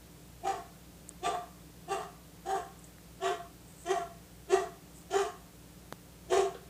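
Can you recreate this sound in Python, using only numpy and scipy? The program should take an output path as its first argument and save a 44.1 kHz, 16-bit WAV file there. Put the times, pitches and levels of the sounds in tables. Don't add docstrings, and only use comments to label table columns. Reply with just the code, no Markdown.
import sys
import numpy as np
from scipy import signal
from scipy.fft import rfft, irfft, next_fast_len
from scipy.io import wavfile
from scipy.ndimage import uniform_filter1d, map_coordinates

SR = 44100
rng = np.random.default_rng(int(sys.argv[2]) if len(sys.argv) > 2 else 0)


def bounce(signal):
    frames = np.transpose(np.atleast_2d(signal))
    limited = np.clip(frames, -1, 1)
    pcm = np.round(limited * 32767).astype(np.int16)
    wavfile.write(sys.argv[1], SR, pcm)


N = 295313

# frequency in Hz, relative density in dB.
FLOOR_SPECTRUM = [(20, -46), (38, -15), (52, -1), (75, -2), (100, -1.5), (150, 0.5), (220, -7), (290, -4.5),
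                  (500, -8.5), (1000, -15.5), (2000, -19), (5500, -21), (8300, -20), (10000, -23),
                  (15500, -23)]
# frequency in Hz, rms level in dB.
HUM_LINES = [(59.8, -61.5), (120, -68.5), (161.7, -63), (179.7, -62.5), (296.5, -67.5)]
WHINE_LINE = (12898, -87)
# start in seconds, width in seconds, level in dB.
POP_PULSE = (5.9255, 0.000385, -24)
# start in seconds, level in dB, t60 in seconds.
SOFT_KNOCKS = [(1.108, -50.5, .03), (6.545, -46, 0.22)]
# start in seconds, level in dB, ring in Hz, t60 in seconds.
STONE_TICKS = [(1.088, -37, 8850, 0.0033), (1.092, -23.5, 8440, 0.0042), (2.79, -47.5, 8340, 0.031),
               (2.842, -44, 8030, 0.035), (2.984, -36, 2020, 0.0034)]
# centre in seconds, half length in seconds, level in dB.
PAW_SCUFFS = [(2.856, .04, -62), (3.698, 0.037, -62.5), (3.82, 0.069, -58), (4.982, 0.046, -58)]
# frequency in Hz, relative level in dB.
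KNOCK_SPECTRUM = [(150, -12), (480, 13.5), (800, -15), (1400, 5), (2200, -16), (3400, -3), (8000, -39),
                  (15000, -45)]
GRAVEL_SPECTRUM = [(3000, -34), (6000, -17), (8200, -2), (10000, -20), (15000, -22)]
# delay in seconds, signed gain.
REFLECTIONS = [(.0027, -0.26), (.0061, -0.14), (0.0102, .22), (0.0179, 0.25)]
# frequency in Hz, t60 in seconds.
BAY_T60 = [(200, 0.41), (700, 0.4), (1100, 0.47), (2000, 0.41), (8000, 0.35), (14000, 0.06)]
# frequency in Hz, relative gain in dB.
CHEST_BAND = [(200, -74), (290, -25), (345, -6.5), (390, 8.5), (422, 5.5), (455, -7.5), (485, -0.5),
              (530, -14), (580, -8), (700, -66)]
MOUTH_BAND = [(480, -25), (630, -28), (678, 11), (728, -1.5), (778, 0.5), (835, -18.5), (885, 0),
              (950, -25), (1200, -57.5)]
SNARL_BAND = [(800, -37), (1000, -3.5), (1100, -0.5), (1190, -0.5), (1270, -3.5), (1350, -3), (1480, -11),
              (1620, -7), (1780, -7.5), (1910, -4), (2040, -21), (2500, -35)]
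RASP_BAND = [(1700, -37), (2150, -1.5), (2420, 2), (2750, 2.5), (3300, 3.5), (4200, -4.5), (5000, -7),
             (6700, -1.5), (8250, -1.5), (9000, -13), (10200, -19.5), (12000, -26), (15000, -60)]
# boost in dB of throat, mouth, muzzle, lips, teeth.
RING_BOOSTS_DB = (7.2, 9.2, 10.2, 10.5, 9.7)
# start, swell, hold and length in seconds; top pitch in Hz; roughness from 0 to 1;
# base fade of the push and fade of the mouth in dB/s; chest boom in dB; relative chest, mouth, snarl and
# rasp levels in dB; treble shelf in dB; sharp resonances of throat, mouth, muzzle, lips, teeth in Hz.
DOG_BARKS = [ (0.439, 0.04, 0.0052, 0.15, 398.4, 0.45, 88, 162, -4, -36.5, -27.5, -41, -49.5, -.5, 332, 770, 1290, 2390, 6770),
             (1.228, 0.03, 0.01, .14, 397.2, 0.46, 101, 35, -17, -34, -31, -37, -44.5, -2.5, 332, 720, 1160, 2560, 8350),
             (1.884, 0.042, .008, 0.17, 400.4, 0.47, 118, 140, -1, -32.5, -30.5, -37, -47, 1.5, 330, 794, 1150, 2760, 8160),
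             (2.456, 0.047, 0.039, 0.13, 396.2, 0.41, 32, 51, -11, -36, -33, -42.5, -52.5, 1.5, 343, 770, 1585, 4080, 6740),
             (3.211, 0.042, 0.029, .11, 386.7, 0.34, 78, 52, -2, -31.5, -29.5, -35.5, -45.5, -2.5, 373, 708, 1125, 2930, 7150),
             (3.858, 0.054, 0.016, 0.15, 383.4, 0.22, 120, 41, 6, -34.5, -32, -38.5, -46, 1, 358, 715, 1934, 3210, 6100),
             (4.493, .044, 0.0065, 0.14, 388, .24, 111, 77, 8, -27.5, -30.5, -35.5, -44, 0, 377, 726, 1940, 2720, 6405),
             (5.105, 0.055, 0.032, 0.16, 403.9, 0.33, 90, 65, 8, -31, -31.5, -37.5, -44.5, 0, 388, 790, 1415, 3086, 7060),
             (6.299, .036, 0.063, 0.19, 387.5, 0.46, 169, 119, -2, -25, -29, -36.5, -42.5, -1.5, 490, 660, 1970, 3150, 5840),
             ]

OPEN_HZ, OPEN_DB = (670, 790, 1758, 3400), (-1, 4, 7.5, 1)
BAY_MODES_HZ, BAY_MODES_DB = (426, 688, 1101), (7, 4.5, 10)
HANDOVER_LAG_S, HANDOVER_S = 0.048, 0.013
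THROAT_HZ, THROAT_DB_PER_DB, THROAT_FROM_DB = 378, 0.68, -31.5
ATTACK_DB_PER_S, RELEASE_DB_PER_S = 1207, 268
PITCH_LAG_S, BOOM_LAG_S, MOUTH_LAG_S, RASP_LAG_S = .021, 0.002, 0.0043, 0.0088
RASP_FLARE_DB, FLARE_HALF_S = 4.5, 0.012
TOP_HZ = 15550


def amp(db):
    return 10 ** (np.asarray(db) / 20)


def along(points, hz):
    knots_hz, values = np.transpose(points)
    return np.interp(np.log(hz + 1), np.log(knots_hz + 1), values)


def wobble(rate_hz, size):
    return map_coordinates(rng.standard_normal(size // 8), [np.arange(size) * rate_hz / SR], mode="wrap")


def filtered(x, response):
    size = next_fast_len(len(x) + SR // 8)
    return irfft(rfft(x, size) * response(np.fft.rfftfreq(size, 1 / SR)), size)[:len(x)]


def coloured(x, spectrum):
    shaped = filtered(x, lambda hz: amp(along(spectrum, hz)))
    return shaped / np.sqrt(np.mean(shaped ** 2) + 1e-20)


def add(track, start_s, sound):
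    part = track[round(start_s * SR):][:len(sound)]
    part += sound[:len(part)]


def hum_and_hiss(floor_db=-55.5, waver_db=1.2):
    t = np.arange(N) / SR
    hum = np.zeros(N)
    for hz, db in [*HUM_LINES, WHINE_LINE]:
        peak = np.sqrt(2) * amp(db + waver_db * wobble(14, N))
        hum += peak * np.sin(2 * np.pi * hz * t + .5 * wobble(3.15, N))
    return hum + amp(floor_db) * coloured(rng.standard_normal(N), FLOOR_SPECTRUM)


def pop(coupling_hz=110):
    start_s, width_s, db = POP_PULSE
    track = np.zeros(N)
    add(track, start_s, amp(db) * np.clip(width_s * SR - np.arange(SR // 100), 0, 1))
    return signal.sosfilt(signal.butter(2, coupling_hz, "highpass", fs=SR, output="sos"), track)


def knocks():
    track, t = np.zeros(N), np.arange(SR // 4) / SR
    for start_s, db, t60_s in SOFT_KNOCKS:
        noise = coloured(rng.standard_normal(len(t)), KNOCK_SPECTRUM)
        add(track, start_s, amp(db - 60 * t / t60_s) * noise)
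    return track


def gravel():
    scene_t, t = np.arange(N) / SR, np.arange(SR // 16) / SR
    slide = sum(amp(db) * np.exp(-((scene_t - at_s) / half_s) ** 2) for at_s, half_s, db in PAW_SCUFFS)
    track = slide * coloured(rng.standard_normal(N) * amp(3 * wobble(300, N)), GRAVEL_SPECTRUM)
    for start_s, db, ring_hz, t60_s in STONE_TICKS:
        ring = np.sin(2 * np.pi * ring_hz * np.cumsum(1 + 0.1 * wobble(2800, len(t))) / SR)
        envelope = amp(-60 * t / t60_s) * (1 - np.exp(-t / 0.00025))
        crack = amp(-5.5 - 60 * t / .0012) * coloured(rng.standard_normal(len(t)), GRAVEL_SPECTRUM)
        add(track, start_s, amp(db) * (envelope * ring + crack))
    return track


def bay(x, wet_db, build_s=0.0067):
    hz, t, noise = signal.stft(rng.standard_normal(SR // 2), SR, nperseg=256)
    swell = 1 - np.exp(-t / build_s)
    decay = amp(-60 * t / along(BAY_T60, hz)[:, None])
    tail = signal.istft(noise * swell * decay, SR, nperseg=256)[1]
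    return amp(wet_db) * signal.fftconvolve(x, tail / np.linalg.norm(tail))[:len(x)]


def near_surfaces(x):
    return filtered(x, lambda hz: 1 + sum(gain * np.exp(-2j * np.pi * hz * delay_s)
                                          for delay_s, gain in REFLECTIONS))


def treble(shelf_db, ripple_db=3, shelf_hz=4500):
    knots_hz = np.arange(0, TOP_HZ, 120)
    knots_db = ripple_db * rng.standard_normal(len(knots_hz)) * np.clip(knots_hz / 2000 - .5, 0, 1)
    return lambda hz: amp(np.interp(hz, knots_hz, knots_db)
                          + shelf_db * (1 - 1 / (1 + (hz / shelf_hz) ** 10)))


def peaks(rings_hz, rings_db, base_width_hz=22, widening=0.0053):
    return lambda hz: amp(sum(db * np.exp(-.5 * ((hz - f) / (base_width_hz + widening * f)) ** 2)
                              for f, db in zip(rings_hz, rings_db)))


def push(t, peak_s, hold_s, swell_db, fade_db_per_s):
    rise_db = -swell_db * np.clip(1 - t / peak_s, 0, 1) ** 2
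    return rise_db - fade_db_per_s * np.maximum(t - peak_s - hold_s, 0)


def folds(t, top_s, top_hz, scoop=.19, sag=0.12, arch_s=.06, jitter=0.0213, lurch=0.01973,
          shimmer_db=1.5):
    arch = 1 - np.where(t < top_s, scoop, sag) * (1 - np.exp(-((t - top_s) / arch_s) ** 2))
    unsteady = 1 + jitter * wobble(261.6, len(t)) + lurch * wobble(69.9, len(t))
    phase = 2 * np.pi * np.cumsum(top_hz * arch * unsteady) / SR
    offsets_rad = rng.uniform(0, 2 * np.pi, 28)
    buzz = sum(np.cos(k * phase + offset) for k, offset in enumerate(offsets_rad, 1))
    air = rng.standard_normal(len(t)) * (1 + 0.2 * np.cos(phase))
    return np.array([buzz, air]) * amp(shimmer_db * wobble(148.0, len(t)))


def bark(t, swell_s, hold_s, length_s, top_hz, rough, fade_db_per_s, mouth_db_per_s, boom_db,
         chest_db, mouth_db, snarl_db, rasp_db, shelf_db, *rings_hz):
    throat = peaks([THROAT_HZ], [THROAT_DB_PER_DB * (chest_db - THROAT_FROM_DB)])
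    brightness = treble(shelf_db)
    bay_share = .5 + .5 * np.tanh((t - swell_s - HANDOVER_LAG_S) / HANDOVER_S)

    def resonate(x):
        x = filtered(x, lambda hz: throat(hz) * brightness(hz))
        own = filtered(x, peaks([*rings_hz, *OPEN_HZ], [*RING_BOOSTS_DB, *OPEN_DB]))
        return (1 - bay_share) * own + bay_share * filtered(x, peaks(BAY_MODES_HZ, BAY_MODES_DB))

    buzz, air = map(resonate, folds(t, swell_s + PITCH_LAG_S, top_hz))

    def layer(band, level_db, air_share, flutter_db, lag_s=0):
        air_share = np.clip(air_share, 0, 1)
        voice = np.sqrt(1 - air_share) * coloured(buzz, band) + np.sqrt(air_share) * coloured(air, band)
        rms = np.sqrt(np.abs(uniform_filter1d(voice ** 2, size=900)) + 1e-6)
        attack_db = -ATTACK_DB_PER_S * np.maximum(lag_s - t, 0)
        release_db = -RELEASE_DB_PER_S * np.maximum(t - length_s, 0)
        return voice / rms * amp(level_db + attack_db + release_db + flutter_db * wobble(67.4, len(t)))

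    flare = lambda at_s: np.exp(-((t - at_s) / FLARE_HALF_S) ** 2)
    chest_db += push(t, swell_s, hold_s, 15, 1.44 * fade_db_per_s) + boom_db * flare(swell_s + BOOM_LAG_S)
    mouth_db += push(t, swell_s + MOUTH_LAG_S, hold_s, 16, mouth_db_per_s)
    snarl_db += push(t, swell_s, hold_s, 22, fade_db_per_s)
    rasp_db += push(t, swell_s, hold_s, 4.5, 1.23 * fade_db_per_s) + RASP_FLARE_DB * flare(swell_s)
    hoarse = rough * np.clip((t + .012) / .045, 0, 1)
    chest = layer(CHEST_BAND, chest_db, 1.97 * hoarse, flutter_db=1.7)
    mouth = layer(MOUTH_BAND, mouth_db, 0.97 * hoarse, flutter_db=2)
    snarl = layer(SNARL_BAND, snarl_db, 1.23 * hoarse, flutter_db=2.25)
    rasp = layer(RASP_BAND, rasp_db, 2.13 * rough, flutter_db=1.55, lag_s=RASP_LAG_S)
    low, high = chest + mouth, near_surfaces(snarl + rasp)
    return amp(-2.0) * (low + high + bay(low, wet_db=-12.0) + bay(high, wet_db=-8.5))


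def dog():
    track = np.zeros(N)
    t = np.arange(-SR // 25, SR * 2 // 3) / SR
    for start_s, *shape in DOG_BARKS:
        add(track, start_s + t[0], bark(t, *shape))
    return track


def scene():
    return (dog() + gravel() + knocks() + hum_and_hiss() + pop())[None]


def record(dry):
    return np.array([filtered(x, lambda hz: hz < TOP_HZ) for x in dry])


dry = scene()
out = record(dry)
bounce(out)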